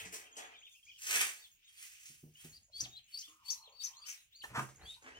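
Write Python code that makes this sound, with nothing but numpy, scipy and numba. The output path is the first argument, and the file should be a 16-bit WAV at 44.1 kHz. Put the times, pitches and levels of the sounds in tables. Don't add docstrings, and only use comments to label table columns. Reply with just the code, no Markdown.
import sys
import numpy as np
from scipy import signal
from scipy.io import wavfile
from scipy.ndimage import uniform_filter1d, map_coordinates
from numba import njit

SR = 44100
rng = np.random.default_rng(int(sys.argv[2]) if len(sys.argv) > 2 else 0)


def linear_from_db(decibels):
    return 10 ** (np.asarray(decibels, float) / 20)


def wrap_up_sound(samples):
    columns = np.atleast_2d(samples).T
    tamed = np.clip(columns, -1, 1)
    steps = np.round(tamed * 32767).astype(np.int16)
    wavfile.write(sys.argv[1], SR, steps)


N = 229143
T = np.arange(N) / SR

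# frequency in Hz, density in dB per Hz.
AIR_SPECTRUM = [(15, -31), (25, 4.5), (69, -6.5), (227, -14.5), (600, -21), (1600, -31), (2770, 6),
                (3930, -28.5), (6050, 2.5), (6550, 2), (7100, -12.5), (8580, -11), (11500, -67.5),
                (15500, -7)]
# time in seconds, level in dB, centre in Hz.
FAR_DRONE = [
    (3.25, -104, 1090),
    (3.28, -77, 1110),
    (3.374, -75.5, 1220),
    (3.442, -71.5, 1016),
    (3.716, -75.5, 960),
    (3.82, -88, 1240),
    (3.917, -67.5, 913),
    (4.078, -72.5, 1257),
    (4.15, -106, 1230),
]
# time in seconds, peak level in dB.
CHIRPS = [(0.326, -54), (0.4594, -55), (0.595, -57.5), (0.722, -60.5), (0.8544, -60), (1.522, -59),
          (1.653, -62.5), (1.9405, -75), (2.2248, -78), (2.3466, -64), (2.5002, -57), (2.635, -59),
          (2.7586, -61), (2.891, -52.5), (3.043, -63.5), (3.298, -55), (3.7, -61.5), (3.9709, -57),
          (4.2351, -65), (4.363, -56.5), (4.6314, -69), (4.762, -57.5), (4.8758, -59), (5.025, -60.5),
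          (5.1597, -60.5)]
# peak in seconds, swell in seconds, fade in seconds, level in dB.
GRIPS = [
    (0.03, 0.13, 0.33, -66),
    (2.29, 0.4, 0.33, -80.5),
    (2.519, 0.17, 0.87, -74.5),
    (2.87, 0.14, 0.29, -68.5),
    (4.6, 0.24, 0.35, -60.5),
    (4.85, 0.19, 0.3, -65),
    (5.2, 0.32, .3, -73),
]
# time in seconds, peak level in dB, panel mode in Hz, ring T60 in seconds.
KNOCKS = [(0.054, -55, 180.7, 0.28), (0.133, -48, 377, 0.092), (0.361, -69, 345, 0.12),
          (2.092, -60.5, 143, 0.19), (2.23, -47.5, 152, 0.24), (2.443, -46.5, 155.6, 0.19),
          (2.821, -51, 124.5, 0.31), (3.277, -69.5, 306, 0.27), (4.505, -49.5, 123.4, 0.27),
          (4.573, -39, 131.4, 0.37), (5.045, -64.5, 259, 0.5)]
# time in seconds, level in dB, mode in Hz, ring T60 in seconds.
HOLLOW_KNOCKS = [
    (2.85, -60, 740, 0.3),
    (3.67, -66.5, 550, 0.46),
    (4.44, -32.5, 900, 0.041),
    (4.438, -41, 1800, 0.079),
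    (4.962, -66.5, 960, 0.26),
    (4.565, -38, 1500, 0.091),
    (2.68, -71, 640, 0.24),
]
# time in seconds, peak in dB, bass share in dB, ring T60 in seconds.
SHELL_TAPS = [(0.0506, -44.5, -25, 0.25), (0.1395, -36.5, -3, 0.15), (0.3663, -39, 3, 0.21),
              (1.3179, -49, -13.5, 0.36), (2.0556, -46.5, -36, 0.33), (4.4364, -49, 16.5, 0.13),
              (4.5, -73, 26.5, 0.62), (4.5565, -49.5, -7, 0.25), (4.6877, -52, 15, 0.12),
              (5.0245, -59, 12, 0.15), (2.8075, -36, -30, .04), (.7208, -62, -8, .15),
              (1.0176, -50, -3, .3), (1.0565, -42, -10, .3), (3.5015, -40, -30, .04),
              (3.187, -40, -30, .04), (4.0746, -50, -8, .15), (2.3625, -64, -5, .2)]
# peak in seconds, swell in seconds, fade in seconds, level in dB.
SCRAPES = [
    (4.565, 0.04, .14, -39.5),
    (4.6, .04, .06, -43),
    (4.44, .008, .06, -58),
    (4, 0.0087, 0.067, -71),
]
# frequency in Hz, density in dB per Hz.
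STRAW_SPECTRUM = [(71, -61), (120, -37.5), (276, -11.5), (509, -9), (623, -11.5), (733, -6), (1190, -8.5),
                  (1270, -3.5), (2390, 5.5), (3170, -1.5), (4000, -16), (5300, -2), (6700, -1),
                  (15500, -13.5)]
# peak in seconds, swell in seconds, fade in seconds,
# level in dB, bass cut in dB per octave.
SWISHES = [(0.0, .02, 0.094, -57, 2), (0.141, 0.032, 0.19, -53, 3), (0.379, 0.039, 0.12, -59, 18),
           (.71, 0.1, .6, -77, 21), (1.69, 0.03, .3, -70, 2.5), (1.082, 0.13, 0.44, -47, 3.5),
           (1.135, .1, .3, -43, .6), (1.195, 0.17, 0.25, -38.5, 0.2), (1.821, 0.14, 0.82, -60.5, 3),
           (2.081, 0.15, .28, -62.5, 3.5), (2.441, 0.14, 0.36, -63.5, 2.5), (2.811, 0.072, 0.081, -57.5, 4),
           (3.21, 0.2, 0.36, -67, 5), (3.515, 0.1, 0.16, -58.5, 7), (3.831, 0.048, 0.31, -65, 1.5),
           (4.091, 0.064, 0.2, -56.5, 1.5), (4.44, 0.033, 0.14, -62.5, 5), (4.589, 0.076, 0.23, -56, 22),
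           (4.92, 0.25, 0.3, -70.5, 18)]
# peak in seconds, swell in seconds, fade in seconds,
# level in dB, treble cut in dB per octave.
SCUFFS = [(0.0, .02, 0.068, -46.5, 3.5), (0.058, .03, 0.064, -47, 3.5), (.15, 0.065, 0.37, -49.5, 7.5),
          (.39, 0.034, .33, -46, 7), (0.499, 0.3, 0.16, -55, 8.5), (2.27, 0.051, 0.08, -72, 48),
          (2.458, 0.053, 0.22, -62, 9.5), (2.82, 0.046, 0.18, -57.5, 4), (4.532, 0.13, 0.59, -61, 6),
          (4.57, 0.038, 0.14, -40, 6.5), (4.829, 0.093, 0.2, -53.5, 11), (5.08, 0.091, 0.23, -47.5, 8.5),
          (5.2, 0.19, .2, -55, 8)]
# time in seconds, right port lag in seconds, left minus right in dB.
HAND_PATH = [
    (0.2, .00039, 2.5),
    (1.1, .00023, .7),
    (2, .00021, -.5),
    (2.8, .00022, 1.5),
    (3.8, .00027, 3),
    (4.6, .00014, -.7),
    (5.1, -.00028, .9),
]
# start in seconds, length in seconds, first pitch in Hz, top in Hz, level in dB.
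RISING_PEEPS = [(.316, 0.038, 2950, 3270, -59.5), (.42, 0.058, 3000, 3520, -67),
                (.741, 0.047, 2290, 2747, -60.5), (0.828, 0.034, 3160, 3270, -62),
                (2.352, 0.065, 2830, 3227, -60), (2.732, .07, 3200, 3460, -55),
                (3.462, 0.031, 2385, 3480, -62.5), (3.565, .06, 3900, 4300, -63),
                (3.635, .015, 2400, 3450, -61), (3.764, .012, 3400, 4300, -58),
                (3.48, .022, 3300, 3480, -51), (1.625, .07, 3350, 3750, -66),
                (3.985, .035, 4350, 4780, -64), (4.415, .03, 2500, 3300, -58), (.99, .025, 2500, 2800, -63),
                (.385, .05, 3200, 3480, -62), (3.932, .065, 2890, 4350, -56),
                (4.04, 0.034, 2466, 3060, -54), (4.316, .085, 2900, 4700, -58),
                (4.807, 0.062, 3516, 4600, -60), (5.121, 0.068, 2460, 3050, -56)]
# start in seconds, length in seconds, top in Hz, last pitch in Hz, level in dB.
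FALLING_PEEPS = [(.515, .03, 2880, 2300, -61), (.535, .035, 2450, 2250, -58),
                 (.564, 0.042, 3470, 2960, -59), (0.653, .12, 3627, 2920, -61.5),
                 (.945, 0.042, 3400, 2700, -59), (1.416, 0.054, 3700, 2993, -57),
                 (1.678, 0.022, 3300, 3100, -58), (1.762, 0.03, 4700, 2700, -60),
                 (1.778, .02, 3400, 3100, -56), (2.933, 0.055, 3400, 3140, -58),
                 (0.26, 0.042, 3220, 2170, -67), (0.637, 0.057, 3170, 2220, -65),
                 (.44, 0.046, 3420, 2370, -68), (3.622, 0.074, 4250, 2300, -57.5),
                 (3.798, .03, 3800, 2700, -52), (4.014, .048, 4780, 2900, -54),
                 (1.805, .05, 2080, 1980, -62), (.375, .04, 3100, 2200, -60), (.96, .03, 3100, 2500, -62),
                 (4.87, .04, 3900, 3000, -62), (4.39, .036, 4700, 2700, -55)]
# start in seconds, length in seconds, foot in Hz, top in Hz, level in dB.
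ARCHED_PEEPS = [(.222, .06, 2300, 3250, -61), (.352, .04, 2420, 3150, -54),
                (.535, 0.023, 2880, 3154, -53.5), (0.614, 0.07, 2050, 3424, -56),
                (0.866, 0.042, 2200, 2520, -53.5), (0.884, 0.041, 2720, 3380, -56.5),
                (1.38, 0.075, 3900, 4650, -61), (3.066, 0.086, 2650, 3104, -68.5),
                (3.222, .07, 2620, 3586, -55), (4.01, .05, 2900, 3500, -64), (.93, .045, 2500, 3100, -63),
                (.545, .06, 2900, 3720, -63), (.66, .04, 2100, 2600, -65), (.75, .05, 2300, 2750, -62),
                (4.152, 0.08, 3300, 4060, -66)]
CRY_OVERTONES_DB = (-20, -25)
# time in seconds, pitch in Hz, level in dB.
CLIMBING_WHISTLES = [
    [(2.712, 4268, -103), (2.722, 4016, -73), (2.734, 4192, -57), (2.77, 4541, -50), (2.78, 4563, -55),
     (2.784, 4686, -48), (2.81, 4821, -49), (2.812, 4802, -52)],
    [(3.118, 4445, -75), (3.144, 4449, -46), (3.171, 4506, -51)],
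    [(3.172, 4690, -47), (3.176, 4751, -43), (3.184, 4902, -49), (3.19, 4853, -49)],
    [(3.445, 4389, -74), (3.455, 4417, -59), (3.471, 4440, -53), (3.478, 4535, -57)],
    [(3.479, 4513, -56), (3.491, 4490, -45), (3.508, 4489, -49)],
    [(3.72, 4310, -80), (3.726, 4384, -70), (3.742, 4483, -74), (3.76, 4476, -65), (3.774, 4777, -64),
     (3.778, 4708, -72), (3.782, 4541, -63), (3.8, 4505, -51), (3.828, 4612, -47)],
]
# time in seconds, pitch in Hz, level in dB.
CALM_WHISTLES = [
    [(2.515, 3962, -74), (2.521, 4138, -81), (2.527, 4383, -64), (2.537, 4340, -62), (2.553, 4869, -61),
     (2.567, 4762, -60), (2.573, 4434, -73), (2.585, 4400, -72)],
    [(2.9, 3433, -77), (2.906, 3380, -70), (2.914, 3688, -71), (2.936, 3751, -61), (2.958, 3743, -62),
     (2.972, 4134, -54), (2.98, 4113, -55), (2.99, 4124, -67)],
    [(4.85, 3176, -70), (4.856, 3164, -60), (4.876, 3444, -53), (4.886, 3437, -48), (4.902, 3713, -48),
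     (4.938, 3777, -55), (4.944, 3964, -62), (4.955, 3723, -67)],
]
# time in seconds, pitch in Hz, level in dB.
CLEAR_FLIP = [
    [(3.825, 4648, -48), (3.827, 4719, -49), (3.833, 5523, -62), (3.837, 5951, -45), (3.843, 6010, -41),
     (3.865, 6052, -56)],
]
# start in seconds, length in seconds, pitch in Hz, level in dB,
# roughness from 0 to 1.
SQUEALS = [
    (2.803, 0.03, 6060, -33.5, 0.8),
    (3.182, .05, 6000, -40, 0.96),
    (3.5, 0.048, 6145, -31.5, 0.76),
    (3.83, .07, 6000, -39, .9),
    (4.057, 0.12, 6080, -45, 0.8),
]
# start in seconds, length in seconds, first pitch in Hz,
# last pitch in Hz, level in dB.
TUMBLES = [
    (2.836, .028, 4900, 2600, -46),
    (2.566, .014, 4800, 3900, -58),
    (2.982, .016, 4150, 3000, -55),
    (3.864, .01, 4600, 3800, -51),
    (3.205, .02, 4900, 4000, -54),
    (3.53, .014, 5000, 3300, -53),
    (4.94, .012, 3900, 4250, -54),
]
# time in seconds, # right port lag in
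# seconds, left minus right in dB.
DUCKLING_PATH = [
    (2.7, .0002, 3.5),
    (3.2, .00022, 4),
    (3.45, .00045, 8),
    (3.8, .0005, 10),
    (4.1, .00048, 7),
    (4.8, .00028, 1.5),
]


@njit
def svf(x, hz, width):
    y, b, l = np.empty(len(x)), 0., 0.
    for i in range(len(x)):
        centre = hz[i % len(hz)]
        g, k = np.tan(np.pi * centre / SR), width / centre
        v = (b + g * (x[i] - l)) / (1 + g * (g + k))
        b, l, y[i] = 2 * v - b, l + 2 * g * v, k * v
    return y


def band(x, hz, width_hz):
    hz = np.atleast_1d(1. * hz)
    y = svf(svf(x, hz, 1. * width_hz), hz, 1. * width_hz)
    return y / np.std(y)


def noise_band(hz, width_hz):
    return band(rng.standard_normal(N), hz, width_hz)


def walk(rate):
    k = int(SR / rate)
    held = np.repeat(rng.standard_normal(N // k + 1), k)
    return 1.36 * uniform_filter1d(uniform_filter1d(held, k), k)[:N]


def colour(table, hz):
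    table_hz, table_db = np.array(table).T
    return np.interp(np.log(hz), np.log(table_hz), table_db)


def bursts(times, dbs, rise, t60s):
    out = np.zeros(N)
    for s, db, t60 in zip(times, dbs, t60s):
        age = np.maximum(T[int(s * SR):int((s + 1.5 * t60) * SR)] - s, 0)
        out[int(s * SR):][:len(age)] += linear_from_db(db) * np.minimum(age / rise, 1) * 1000 ** (-age / t60)
    return out


def swell(t, table):
    s, rise, fade, db = np.transpose(table)[:4, :, None]
    return db - 40 * np.where(t < s, ((s - t) / rise) ** 2, (t - s) / fade)


def path(table):
    s, *columns = np.transpose(table)
    return [np.interp(T, s, column) for column in columns]


def ports(x, lag_s, pan_db):
    late = map_coordinates(x, [(T - lag_s) * SR], mode="mirror")
    return np.array([x * linear_from_db(pan_db / 2), late * linear_from_db(-pan_db / 2)])


def walls(x):
    t60_s, first_echo_s = 0.21, 0.0031
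    age = np.arange(int(.4 * SR)) / SR
    tail = rng.standard_normal((2, len(age))) * 1000 ** (-age / t60_s)
    tail *= np.clip(age / first_echo_s - 1, 0, 1)
    return signal.oaconvolve(x[None], tail / np.sqrt(np.sum(tail ** 2) / 2), axes=1)[:, :N]


def hush(x):
    size = int(0.026 * SR)
    power = np.abs(uniform_filter1d(uniform_filter1d(x ** 2, size), size))
    db = 10 * np.log10(power + 1e-12)
    return np.clip(0.65 * (db + 63.5), -10, 0)


def air(hush_db):
    out, opposite = 0, np.array([[1], [-1]])
    for hz in 30 * 2 ** (np.arange(19) / 2):
        mid, side = (noise_band(hz, hz / 2.12) for _ in range(2))
        db = colour(AIR_SPECTRUM, hz) + 10 * np.log10(hz)
        db = db + 4 * walk(6) + 3 * walk(20)
        db = db + hush_db * min((hz / 2500) ** 2, 1)
        out = out + linear_from_db(db) * (mid + min(hz / 220.0, 1) * side * opposite)
    level_db = -71
    return out * linear_from_db(level_db) / np.std(out)


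def drone():
    s, db, hz = np.transpose(FAR_DRONE)
    centre_hz = np.interp(T, s, hz)
    level_db = np.interp(T, s, db, -120, -120) + 1.9 * walk(13)
    return linear_from_db(level_db) * band(noise_band(centre_hz, 460), centre_hz, 460)


def cricket():
    s, db = np.transpose(CHIRPS)
    teeth = 1 + .7 * np.sin(2 * np.pi * 95 * T)
    return bursts(s - .012, db - 2, .015, .15 + 0 * s) * teeth * noise_band(6650, 450)


def rumble():
    rest_db = -88.5
    grip = linear_from_db(rest_db) + np.sum(linear_from_db(swell(T, GRIPS)), axis=0)
    common, opposed = (noise_band(75, 70) for _ in range(2))
    return grip * linear_from_db(2.5 * walk(25)) * (common + .3 * opposed * np.array([[1], [-1]]))


def knocks():
    out, blur = np.zeros(N), noise_band(287, 210)
    modes = ((1, 2), (1.55, -7.5), (2.3, -11))  # (pitch ratio, dB)
    for s, db, hz, t60 in list(KNOCKS) + list(HOLLOW_KNOCKS):
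        at = int(s * SR)
        age = np.arange(min(int(.5 * SR), N - at)) / SR
        phase = 2 * np.pi * hz * np.cumsum(1 + 0.026 * walk(39.6)[:len(age)]) / SR
        ring = 0
        for ratio, mode_db in modes:
            ring = ring + linear_from_db(mode_db) * np.sin(ratio * phase) * 1000 ** (-age * ratio ** 0.38 / t60)
        if hz > 400:
            ring *= walk(260)[:len(age)]
        if hz < 400:
            ring += linear_from_db(-11) * blur[at:at + len(age)] * 1000 ** (-age / t60)
        out[at:at + len(age)] += linear_from_db(db) * ring * np.minimum(age / .009, 1)
    return out * linear_from_db(2.2 * walk(50))


def taps():
    s, db, bass_db, t60 = np.transpose(SHELL_TAPS)
    crack = bursts(s, db - 8.0, 0.0022, t60) * noise_band(6320, 4100)
    body = bursts(s, db + bass_db - 18.5, 0.0014, t60) * noise_band(890, 2300)
    return crack + body


def scrape():
    return np.sum(linear_from_db(swell(T, SCRAPES)), axis=0) * linear_from_db(3.1 * walk(150)) * noise_band(1080, 950)


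def brushing():
    swish_knee_hz, scuff_knee_hz = 6000, 780
    t = T[::64]
    swish, scuff = swell(t, SWISHES), swell(t, SCUFFS)
    bass_cut, treble_cut = np.array(SWISHES)[:, 4:], np.array(SCUFFS)[:, 4:]
    grain, out = linear_from_db(1.61 * rng.exponential(size=N) + 3.2 * walk(200)), 0
    for hz in 150 * 2 ** (np.arange(21) / 3):
        thin = swish - bass_cut * max(np.log2(swish_knee_hz / hz), 0) ** 1.76
        thin = thin + 3 * max(np.log2(hz / 9000), 0)
        dull = scuff - treble_cut * max(np.log2(hz / scuff_knee_hz), 0)
        dull = dull - 6 * max(np.log2(400 / hz), 0)
        strokes = np.sqrt(np.sum(linear_from_db(thin) ** 2, axis=0) + np.sum(linear_from_db(dull) ** 2, axis=0))
        db = colour(STRAW_SPECTRUM, hz) + 10 * np.log10(hz / 5250) + 1.54 * walk(14)
        crackle = band(grain * rng.standard_normal(N), hz, hz / 2.7)
        out = out + np.interp(T, t, strokes) * linear_from_db(db) * crackle
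    return out


def flock():
    def hook(top_hz, low_hz):
        return top_hz - .03 * (top_hz - low_hz)

    rises = [(s, n, low, top, hook(top, low), db) for s, n, low, top, db in RISING_PEEPS]
    falls = [(s, n, hook(top, low), top, low, db) for s, n, top, low, db in FALLING_PEEPS]
    arches = [(s, n, low, top, low, db) for s, n, low, top, db in ARCHED_PEEPS]
    return rises + falls + arches


def peeps(table):
    out, throb = np.zeros(N), walk(150)
    for s, length, first_hz, top_hz, last_hz, db in table:
        on = slice(int(s * SR), int((s + length) * SR))
        u = np.linspace(-1, 1, on.stop - on.start)
        up, down = np.sqrt(abs(top_hz - first_hz) + 1), np.sqrt(abs(top_hz - last_hz) + 1)
        crest = (up - down) / (up + down)
        climb_hz = top_hz - (top_hz - first_hz) * ((crest - u) / (crest + 1)) ** 2
        fall_hz = top_hz - (top_hz - last_hz) * ((u - crest) / (1 - crest)) ** 2
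        hz = np.where(u < crest, climb_hz, fall_hz)
        phase = 2 * np.pi * np.cumsum(hz * (1 + .008 * throb[::-1][on])) / SR
        whistle = np.sin(phase) + linear_from_db(-22) * np.sin(2 * phase)
        out[on] += linear_from_db(db + 3.5 * throb[on]) * (1 - u ** 2) ** .3 * whistle
    return out


def cry_shapes():
    effort_db, flip_push_db, clear_rough, tumble_rough = 4.0, 3.0, .12, .5
    pushed_flip = [(s, hz, db + flip_push_db) for s, hz, db in CLEAR_FLIP[0]]
    for whistle in list(CLIMBING_WHISTLES) + list(CALM_WHISTLES) + [pushed_flip]:
        yield [(s, hz, db + effort_db, clear_rough) for s, hz, db in whistle]
    for s, length, hz, db, rough in SQUEALS:
        yield [(s, .8 * hz, db - 5.5, rough),
               (s + .16 * length, .98 * hz, db, rough),
               (s + .4 * length, 1.02 * hz, db - 2, rough),
               (s + length, .88 * hz, db - 21, rough)]
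    for s, length, first_hz, last_hz, db in TUMBLES:
        yield [(s, first_hz, db - 3, tumble_rough),
               (s + .4 * length, .6 * first_hz + .4 * last_hz, db, tumble_rough),
               (s + length, last_hz, db - 6, tumble_rough)]


def cries():
    out, chaos, throb = np.zeros(N), walk(2500) + 1j * walk(2500), walk(130)
    steps = np.tanh(2 * walk(70))
    for table in cry_shapes():
        s, *columns = np.transpose(table)
        on = slice(int(s[0] * SR), int(s[-1] * SR))
        hz, db, rough = (np.interp(T[on], s, c) for c in columns)
        rough = np.clip(rough, 0, 1) ** 1.5
        swing = np.exp(2j * np.pi * np.cumsum(hz * (1 + .006 * steps[on])) / SR)
        tone = swing
        for k, overtone_db in enumerate(CRY_OVERTONES_DB, 2):
            tone = tone + linear_from_db(overtone_db) * swing ** k * (k * hz < 16000)
        tone = tone * (np.sqrt(1 - rough) + np.sqrt(rough / 2) * chaos[on])
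        level_db = db + 3 + (3 + 3 * rough) * np.tanh(throb[on])
        out[on] += linear_from_db(level_db) * tone.imag * signal.windows.tukey(len(hz), .1)
    return out


def scene():
    hand = path(HAND_PATH)
    # (sound, right port lag s, left minus right dB, direct dB, echo dB)
    sources = [
        (drone(), .0002, .1, .1, -4),
        (cricket(), -.0002, -1.5, .1, -5),
        (knocks(), .0002, -1.5, .1, -12),
        (taps(), *hand, .1, -5),
        (scrape(), *hand, .1, -5),
        (brushing(), *hand, -1.0, -1.2),
        (peeps(flock()), .00042, 2.5, -2.5, -6.5),
        (cries(), *path(DUCKLING_PATH), -3, -10),
    ]
    direct = sum(linear_from_db(near_db) * ports(x, lag, pan_db) for x, lag, pan_db, near_db, _ in sources)
    echoes = walls(sum(linear_from_db(echo_db) * x for x, *_, echo_db in sources))
    return direct + echoes + air(hush(direct[0])) + rumble()


def top_cut(x):
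    return signal.sosfilt(signal.butter(12, 15700, fs=SR, output="sos"), x)


def record(dry):
    ringing = np.array([svf(x, np.array([9200.]), 1700.0) for x in dry])
    mix = dry + np.array([[-.45], [.9]]) * ringing
    return top_cut(mix)


dry = scene()
out = record(dry)
wrap_up_sound(out)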